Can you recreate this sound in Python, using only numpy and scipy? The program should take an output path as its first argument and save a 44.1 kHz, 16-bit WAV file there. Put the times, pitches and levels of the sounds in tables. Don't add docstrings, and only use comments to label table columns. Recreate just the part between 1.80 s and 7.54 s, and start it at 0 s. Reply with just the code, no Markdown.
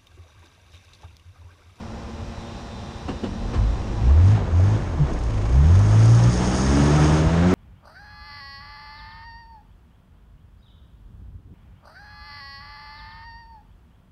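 import sys
import numpy as np
from scipy import signal
from scipy.fft import rfft, irfft, next_fast_len
from scipy.io import wavfile
from scipy.ndimage import map_coordinates

SR = 44100
rng = np.random.default_rng(int(sys.argv[2]) if len(sys.argv) > 2 else 0)


def wav_record(signal):
    frames = np.transpose(np.atleast_2d(signal))
    bounded = np.clip(frames, -1, 1)
    quanta = np.round(bounded * 32767).astype(np.int16)
    wavfile.write(sys.argv[1], SR, quanta)


N = 253134


def amp(db):
    return 10 ** (np.asarray(db) / 20)


def unit(x):
    return x / np.sqrt(np.mean(x ** 2) + 1e-20)


def clock():
    return np.arange(N) / SR


def curve(rows):
    return np.interp(clock(), *np.transpose(rows))


def wobble(rate):
    return map_coordinates(rng.standard_normal(int(N * rate / SR) + 4), [np.arange(N) * rate / SR])


def phase_of(hz):
    return 2 * np.pi * np.cumsum(hz) / SR


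def gain(points, hz):
    f, db = np.transpose(points)
    octaves_outside = np.maximum(np.log2(f[0] / (hz + 1)), 0) + np.maximum(np.log2((hz + 1) / f[-1]), 0)
    return amp(np.interp(np.log(hz + 1), np.log(f), db) - 160 * octaves_outside)


def filtered(x, response):
    size = next_fast_len(N + SR // 2)
    return irfft(rfft(x, size) * response(np.fft.rfftfreq(size, 1 / SR)), size)[:N]


def noise(spectrum):
    return unit(filtered(rng.standard_normal(N), lambda hz: gain(spectrum, hz)))


def resonant(modes):
    def response(f):
        return sum(amp(db) * (f * width) ** 2 / ((centre ** 2 - f ** 2) ** 2 + (f * width) ** 2)
                   for centre, width, db in modes)
    return unit(filtered(rng.standard_normal(N), response))


def puffs(phase, depth_db):
    return unit(amp(depth_db * np.cos(phase)))


def gate(start, end, attack, release):
    return (1 + np.tanh(2 * (clock() - start) / attack)) * (1 - np.tanh(2 * (clock() - end) / release)) / 4


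def swells(rows):
    return sum(amp(db) * np.exp(-((clock() - s) / half) ** 2 / 2) for s, db, half in rows)


def grains(times, sizes, pitch_hz, cycles):
    t = np.arange(SR // 100) / SR
    turns = pitch_hz[:, None] * t
    rings = sizes[:, None] * np.sin(2 * np.pi * turns) * np.exp(-turns / cycles)
    where = (times * SR).astype(int)[:, None] + np.arange(len(t))
    return np.bincount(where.ravel(), rings.ravel(), N)[:N]


def cranking(bite_s=0.6, release_s=2.29, fade_db_per_s=52.5):
    bite = np.minimum(clock() / bite_s, 1) ** 2
    fade_db = -fade_db_per_s * np.maximum(clock() - release_s, 0)
    return bite, -44 + fade_db, -48 - 2 * (1 - bite) + fade_db


# multiple of armature speed, level/dB
STARTER_LINES = [(1.67, -10.5), (2, 1.5), (3, -5.5), (4, -9), (5, -8), (6, -8.5), (7, -10), (9, -10.5)]
# f/Hz, level/dB
HUM_SPECTRUM = [(76, -41), (130, -9), (229, -5), (305, -14.5), (450, -15.5), (489, -12), (578, -14.5),
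                (635, -19), (814, -13), (2200, -29), (2860, -68), (4840, -120)]
CHUFF_SPECTRUM = [(20, -16.5), (45, -9.5), (75, -2), (120, -8), (170, -30.5), (400, -43.5)]
WHIRR_SPECTRUM = [(1060, -46), (1800, -5), (1990, -7.5), (2270, -12), (2550, -3.5), (2960, -5.5),
                  (3360, -5), (3430, -8), (3680, -7), (4520, -9), (5560, -6.5), (6230, -13), (6780, -13.5),
                  (9800, -25), (12700, -65.5), (21600, -120)]
# f/Hz, width/Hz, level/dB
GEAR_MODES = [(2410, 140, 7), (3930, 260, 3), (5800, 170, 1.5)]


def starter(nominal_hz=114.7, turns_per_stroke=9.6):
    _, hum_db, whirr_db = cranking()
    armature_hz = nominal_hz * (1 + .002 * wobble(3))
    stroke = phase_of(armature_hz / turns_per_stroke)
    turn = phase_of(armature_hz * (1 + .005 * np.sin(stroke) + .003 * wobble(25)))
    whine = unit(sum(amp(db + 1.6 * wobble(6.3)) * np.sin(k * turn + rng.uniform(0, 2 * np.pi))
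                     for k, db in STARTER_LINES))
    hum = amp(2) * whine + amp(4) * noise(HUM_SPECTRUM) * puffs(stroke, depth_db=-0.5)
    chuff = amp(7.5) * noise(CHUFF_SPECTRUM) * puffs(stroke, depth_db=2.5)
    whirr = amp(-2.5) * noise(WHIRR_SPECTRUM) + amp(-11.5) * resonant(GEAR_MODES)
    return amp(hum_db) * (hum + chuff) + amp(whirr_db) * whirr * puffs(turn, depth_db=1)


# t/s, level/dB against the whirr, half length/s
STRAIN_SWELLS = [(1.2, -9.5, 0.1)]


def pinion(free_hz=3540, bitten_hz=3626):
    bite, _, whirr_db = cranking()
    pitch_hz = free_hz + bite * (bitten_hz - free_hz)
    mesh = phase_of(pitch_hz * (1 + .011 * wobble(70) + .004 * wobble(6)))
    low = amp(4 * wobble(14)) * np.sin(mesh)
    high = amp(4 * wobble(14)) * np.sin(1.1 * mesh)
    whistle = amp(-10) * bite * (low + amp(-1.5) * high)
    return amp(whirr_db) * (whistle + swells(STRAIN_SWELLS) * low)


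# t/s, level/dB, attack/s, decay/s, hull ring/dB against that level
LONE_FIRINGS = [(1.281, -20, .003, 0.029, -1.5), (1.432, -16, 0.0076, .02, -2.5),
                (1.732, -16.5, 0.0096, 0.029, -10.5)]
# f/Hz, level/dB
BARK_SPECTRUM = [(40, -6), (120, -20), (250, 11), (600, -7), (1200, -3.5), (2300, -16), (4500, -20.5),
                 (9000, -34)]
# f/Hz, width/Hz, level/dB
HULL_MODES = [(240, 70, 10), (367, 21, 5), (517, 63, 7), (750, 110, -5), (1050, 490, -19), (2915, 270, -13)]
PIPE_MODES = [(196, 16, -3), (288, 14, -7.5)]


def coughs(ring_s=1.8):
    bark, knock, tail = np.zeros((3, N))
    for s, db, attack, decay, hull_db in LONE_FIRINGS:
        age = np.maximum(clock() - s, 0)
        swell = amp(db) * (1 - np.exp(-age / attack)) * np.exp(-age / decay)
        bark += swell
        knock += amp(hull_db) * swell
        tail += amp(db - 60 * age / ring_s) * (1 - np.exp(-age / decay))
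    return (amp(-7) * bark * noise(BARK_SPECTRUM) + knock * resonant(HULL_MODES)
            + amp(-22.5) * tail * resonant(PIPE_MODES))


# t/s, level/dB, half length/s
WIND_BUMPS = [(1.317, -30, 0.028), (1.477, -32, .034), (1.775, -20.5, 0.024), (5.472, -19, 0.019)]
# f/Hz, level/dB
WIND_SPECTRUM = [(15, -12.5), (35, -16.5), (60, -6.5), (120, -9), (300, -35)]


def wind():
    air = signal.hilbert(noise(WIND_SPECTRUM))
    push = unit(np.real(air) / (np.abs(air) + 0.13))
    rumble = noise(WIND_SPECTRUM) * amp(-31 + octaves() + 0.97 * wobble(2.7))
    return swells(WIND_BUMPS) * push + running() * rumble


# t/s, f/Hz
CRANK_SPEED = [(1.6, 19), (1.81, 25.7), (2.22, 26.3), (2.54, 54.8), (2.72, 39.8), (2.94, 55), (3.15, 39.5),
               (3.33, 31), (3.62, 24.8), (3.84, 37.2), (4.0, 50.9), (4.36, 58.2), (4.75, 63), (5.08, 74),
               (5.43, 78.7), (5.58, 84.5), (5.74, 94)]
# t/s, level/dB
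ENGINE_LOAD = [(1.6, -39), (2.15, -37), (2.55, -31), (2.7, -34.5), (2.92, -31.5), (3.1, -35), (3.32, -31.5),
               (3.5, -34.5), (3.9, -31.5), (4.45, -29.5), (4.72, -27), (4.86, -28), (5.0, -25.5),
               (5.39, -25), (5.46, -29), (5.74, -26.5)]
CRUISE_HZ = 50


def engine():
    speed_hz, load_db = curve(CRANK_SPEED), curve(ENGINE_LOAD)
    angle = phase_of(speed_hz * (1 + .007 * wobble(70)))
    rough = amp(load_db) * (rasp(angle, speed_hz) + clatter(angle))
    return running() * (rough + boom(angle, speed_hz, load_db) + piston_slap(angle))


def running():
    return np.interp(clock(), [1.45, 1.7], [0, 1])


def octaves():
    return np.log2(curve(CRANK_SPEED) / CRUISE_HZ)


# f/Hz, level/dB
PIPE_RESPONSE = [(120, -8.5), (190, 11.5), (245, 1.5), (305, 6), (360, -1), (440, -4.5), (560, -5.5),
                 (800, -9), (1300, -19.5), (2200, -31.5), (5000, -49)]


def buzz(angle, speed_hz, odd_db=-1, rough_db=2.4):
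    tone, power = np.zeros((2, N))
    for k in range(5, 32):
        waver = (k * speed_hz / 1100) ** 2 * wobble(25)
        size = gain(PIPE_RESPONSE, k * speed_hz) * amp(odd_db * (k % 2) + 3 * wobble(5))
        tone += size * amp(rough_db * wobble(30)) * np.cos(k * angle + waver + rng.uniform(0, 2 * np.pi))
        power += size ** 2 / 2
    return unit(tone / np.sqrt(power + 1e-12))


# f/Hz, level/dB
GAS_SPECTRUM = [(60, -16), (130, 1.5), (220, 3), (400, -1.5), (800, -6), (1100, -8.5), (1600, -30.5),
                (3000, -46.5)]


def rasp(angle, speed_hz, buzz_db=-3.5, gas_db=2):
    firmness = amp(2 * np.log2(speed_hz / 70))
    tone = amp(buzz_db) * firmness * buzz(angle, speed_hz)
    gas = amp(gas_db) / np.sqrt(1 + firmness ** 2) * noise(GAS_SPECTRUM)
    return tone + gas * puffs(2 * angle, depth_db=0.5) * amp(1.14 * wobble(40))


# f/Hz, level/dB
CLATTER_SPECTRUM = [(600, -25), (1200, 3), (1800, -2.5), (2500, -6.5), (3500, -9.5), (4500, -14.5),
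                    (8000, -22)]
# f/Hz, width/Hz, level/dB
BLOCK_MODES = [(1560, 90, -3), (1712, 45, 1), (1880, 80, -4), (2220, 60, -6)]


def clatter(angle, db_per_octave=3):
    metal = amp(-0.5) * noise(CLATTER_SPECTRUM) + amp(-10.5) * resonant(BLOCK_MODES)
    level_db = -9 + db_per_octave * octaves() + .9 * wobble(50)
    return amp(level_db) * metal * puffs(2 * angle, depth_db=1.5)


# level/dB, dB per octave of speed
CRANK_ORDERS = [(-4.5, 5.5), (2, 0.5), (-7.5, 12), (-9, 16.5)]
# f/Hz, level/dB
SILENCER_RESPONSE = [(25, 12.5), (52, 5), (72, 3.5), (88, 5.5), (102, -4.5), (124, -4), (146, 3),
                     (180, 6.5), (216, 2.5), (236, -10), (256, -7), (284, 4.5), (335, -13.5), (378, -2)]
# start t/s, end t/s, start level/dB, end level/dB
THROTTLE_BURSTS = [(1.763, 1.947, -18.5, -23), (2.25, 2.573, -13.5, -12.5), (2.734, 2.957, -14.5, -16),
                   (3.685, 4.498, -17, -11)]
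# t/s, level/dB, half length/s
PIPE_HOOTS = [(1.81, -22.5, 0.038), (2.23, -22.5, 0.042), (3.22, -14, 0.017), (3.59, -23.5, 0.085),
              (3.82, -19, 0.057)]


def boom(angle, speed_hz, load_db, rough_db=2.5, burst_rough_db=1.7):
    stumble = np.sqrt(CRUISE_HZ / speed_hz)
    sizes = {}
    for k, (db, slope) in enumerate(CRANK_ORDERS, 1):
        level_db = load_db + db + slope * octaves() + stumble * rough_db * wobble(35)
        sizes[k] = gain(SILENCER_RESPONSE, k * speed_hz) * amp(level_db)
    bursts = sum(gate(start, end, attack=0.06, release=0.037) * amp(curve([(start, db), (end, end_db)]))
                 for start, end, db, end_db in THROTTLE_BURSTS)
    sizes[2] = np.hypot(sizes[2], bursts * amp(burst_rough_db * wobble(18)))
    sizes[4] = np.hypot(sizes[4], swells(PIPE_HOOTS))
    return sum(np.sqrt(2) * size * np.sin(k * angle + k * k * np.pi / 4) for k, size in sizes.items())


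# t/s, level/dB
SPRAY_LEVEL = [(1.6, -60), (2.3, -60.5), (2.5, -49.5), (2.62, -61), (2.87, -49.5), (3.05, -56), (3.8, -49),
               (4.22, -41.5), (4.5, -39.5), (4.62, -37.5), (5.39, -39), (5.43, -46), (5.74, -50.5)]
# f/Hz, level/dB
SPRAY_SPECTRUM = [(2060, -26), (3500, -7), (4190, -13), (4750, -2.5), (5500, -1), (6050, -3.5), (6480, 3.5),
                  (7280, -12), (9310, -9), (9800, -17.5), (12700, -53.5), (21600, -120)]


def spray(droplets=3000, db_per_octave=2.5):
    when, size, pitch = rng.random((droplets, 3)).T
    ticks = grains(when * N / SR, size ** 4, 3500 + 6000 * pitch, cycles=1)
    fizz = unit(filtered(ticks, lambda hz: gain(SPRAY_SPECTRUM, hz)))
    level_db = curve(SPRAY_LEVEL) + db_per_octave * octaves() + 0.95 * wobble(22)
    return running() * amp(level_db) * (amp(-1.5) * noise(SPRAY_SPECTRUM) + amp(-7.5) * fizz)


# t/s, level/dB, f/Hz
WAVE_SLAPS = [(2.577, -19.5, 845), (2.797, -22, 635), (3.508, -30, 1000)]


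def hull_slaps():
    s, db, hz = np.transpose(WAVE_SLAPS)
    return grains(s, amp(db - 1.5), hz, cycles=4)


# t/s, level/dB, f/Hz
NEAR_DROPS = [(3.335, -35, 6530), (3.389, -37, 5840), (3.436, -34, 6450), (3.955, -33, 5120),
              (3.992, -32, 6290), (4.111, -32, 6270), (4.257, -25, 6370), (4.35, -31, 6510),
              (4.438, -26, 5500)]


def drops(spatter_db=-7.5, spatter_decay_s=0.0055):
    s, db, hz = np.transpose(NEAR_DROPS)
    ticks = grains(s, amp(db - 7), hz, cycles=4) + grains(s, amp(db - 9), 1.3 * hz, cycles=3)
    spatter = sum(size * (clock() > start) * np.exp(-np.abs(clock() - start) / spatter_decay_s)
                  for start, size in zip(s, amp(db + spatter_db)))
    return ticks + spatter * noise(SPRAY_SPECTRUM)


# f/Hz, level/dB
PISTON_SPECTRUM = [(1200, -4), (2200, 2), (3600, -7), (6500, -9.5), (9500, -19.5)]


def piston_slap(angle):
    lugging = gate(start=3.47, end=3.8, attack=.08, release=.08)
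    return amp(-48.5) * lugging * noise(PISTON_SPECTRUM) * puffs(angle, depth_db=8)


# f/Hz, width/Hz, level/dB
GURGLE_BANDS = [(762, 250, 3), (916, 91, 2.5), (1105, 150, -7.5), (1294, 150, 1), (1725, 180, -5),
                (2760, 1100, -4)]


def churn(patchy_db=4.5):
    bands = unit(sum(resonant([(hz, width, db)]) * amp(db + patchy_db * wobble(14))
                     for hz, width, db in GURGLE_BANDS))
    pushing = gate(start=3.88, end=np.inf, attack=0.11, release=1)
    return amp(curve(ENGINE_LOAD) - 12.5) * pushing * bands


def scene():
    mix = starter() + pinion() + coughs() + wind() + engine() + spray() + hull_slaps() + drops() + churn()
    return mix[None]


def record(dry, ceiling=.55, top_hz=9950, hiss_top_hz=13900):
    rounded = dry[0] / (1 + (dry[0] / ceiling) ** 8) ** (1 / 8)
    dulled = filtered(rounded, lambda hz: 1 / np.sqrt(1 + np.minimum(hz / top_hz, 2) ** 300))
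    hiss = amp(-72.5) * rng.standard_normal(N)
    return filtered(dulled + hiss, lambda hz: hz < hiss_top_hz)[None]


dry = scene()
out = record(dry)
wav_record(out)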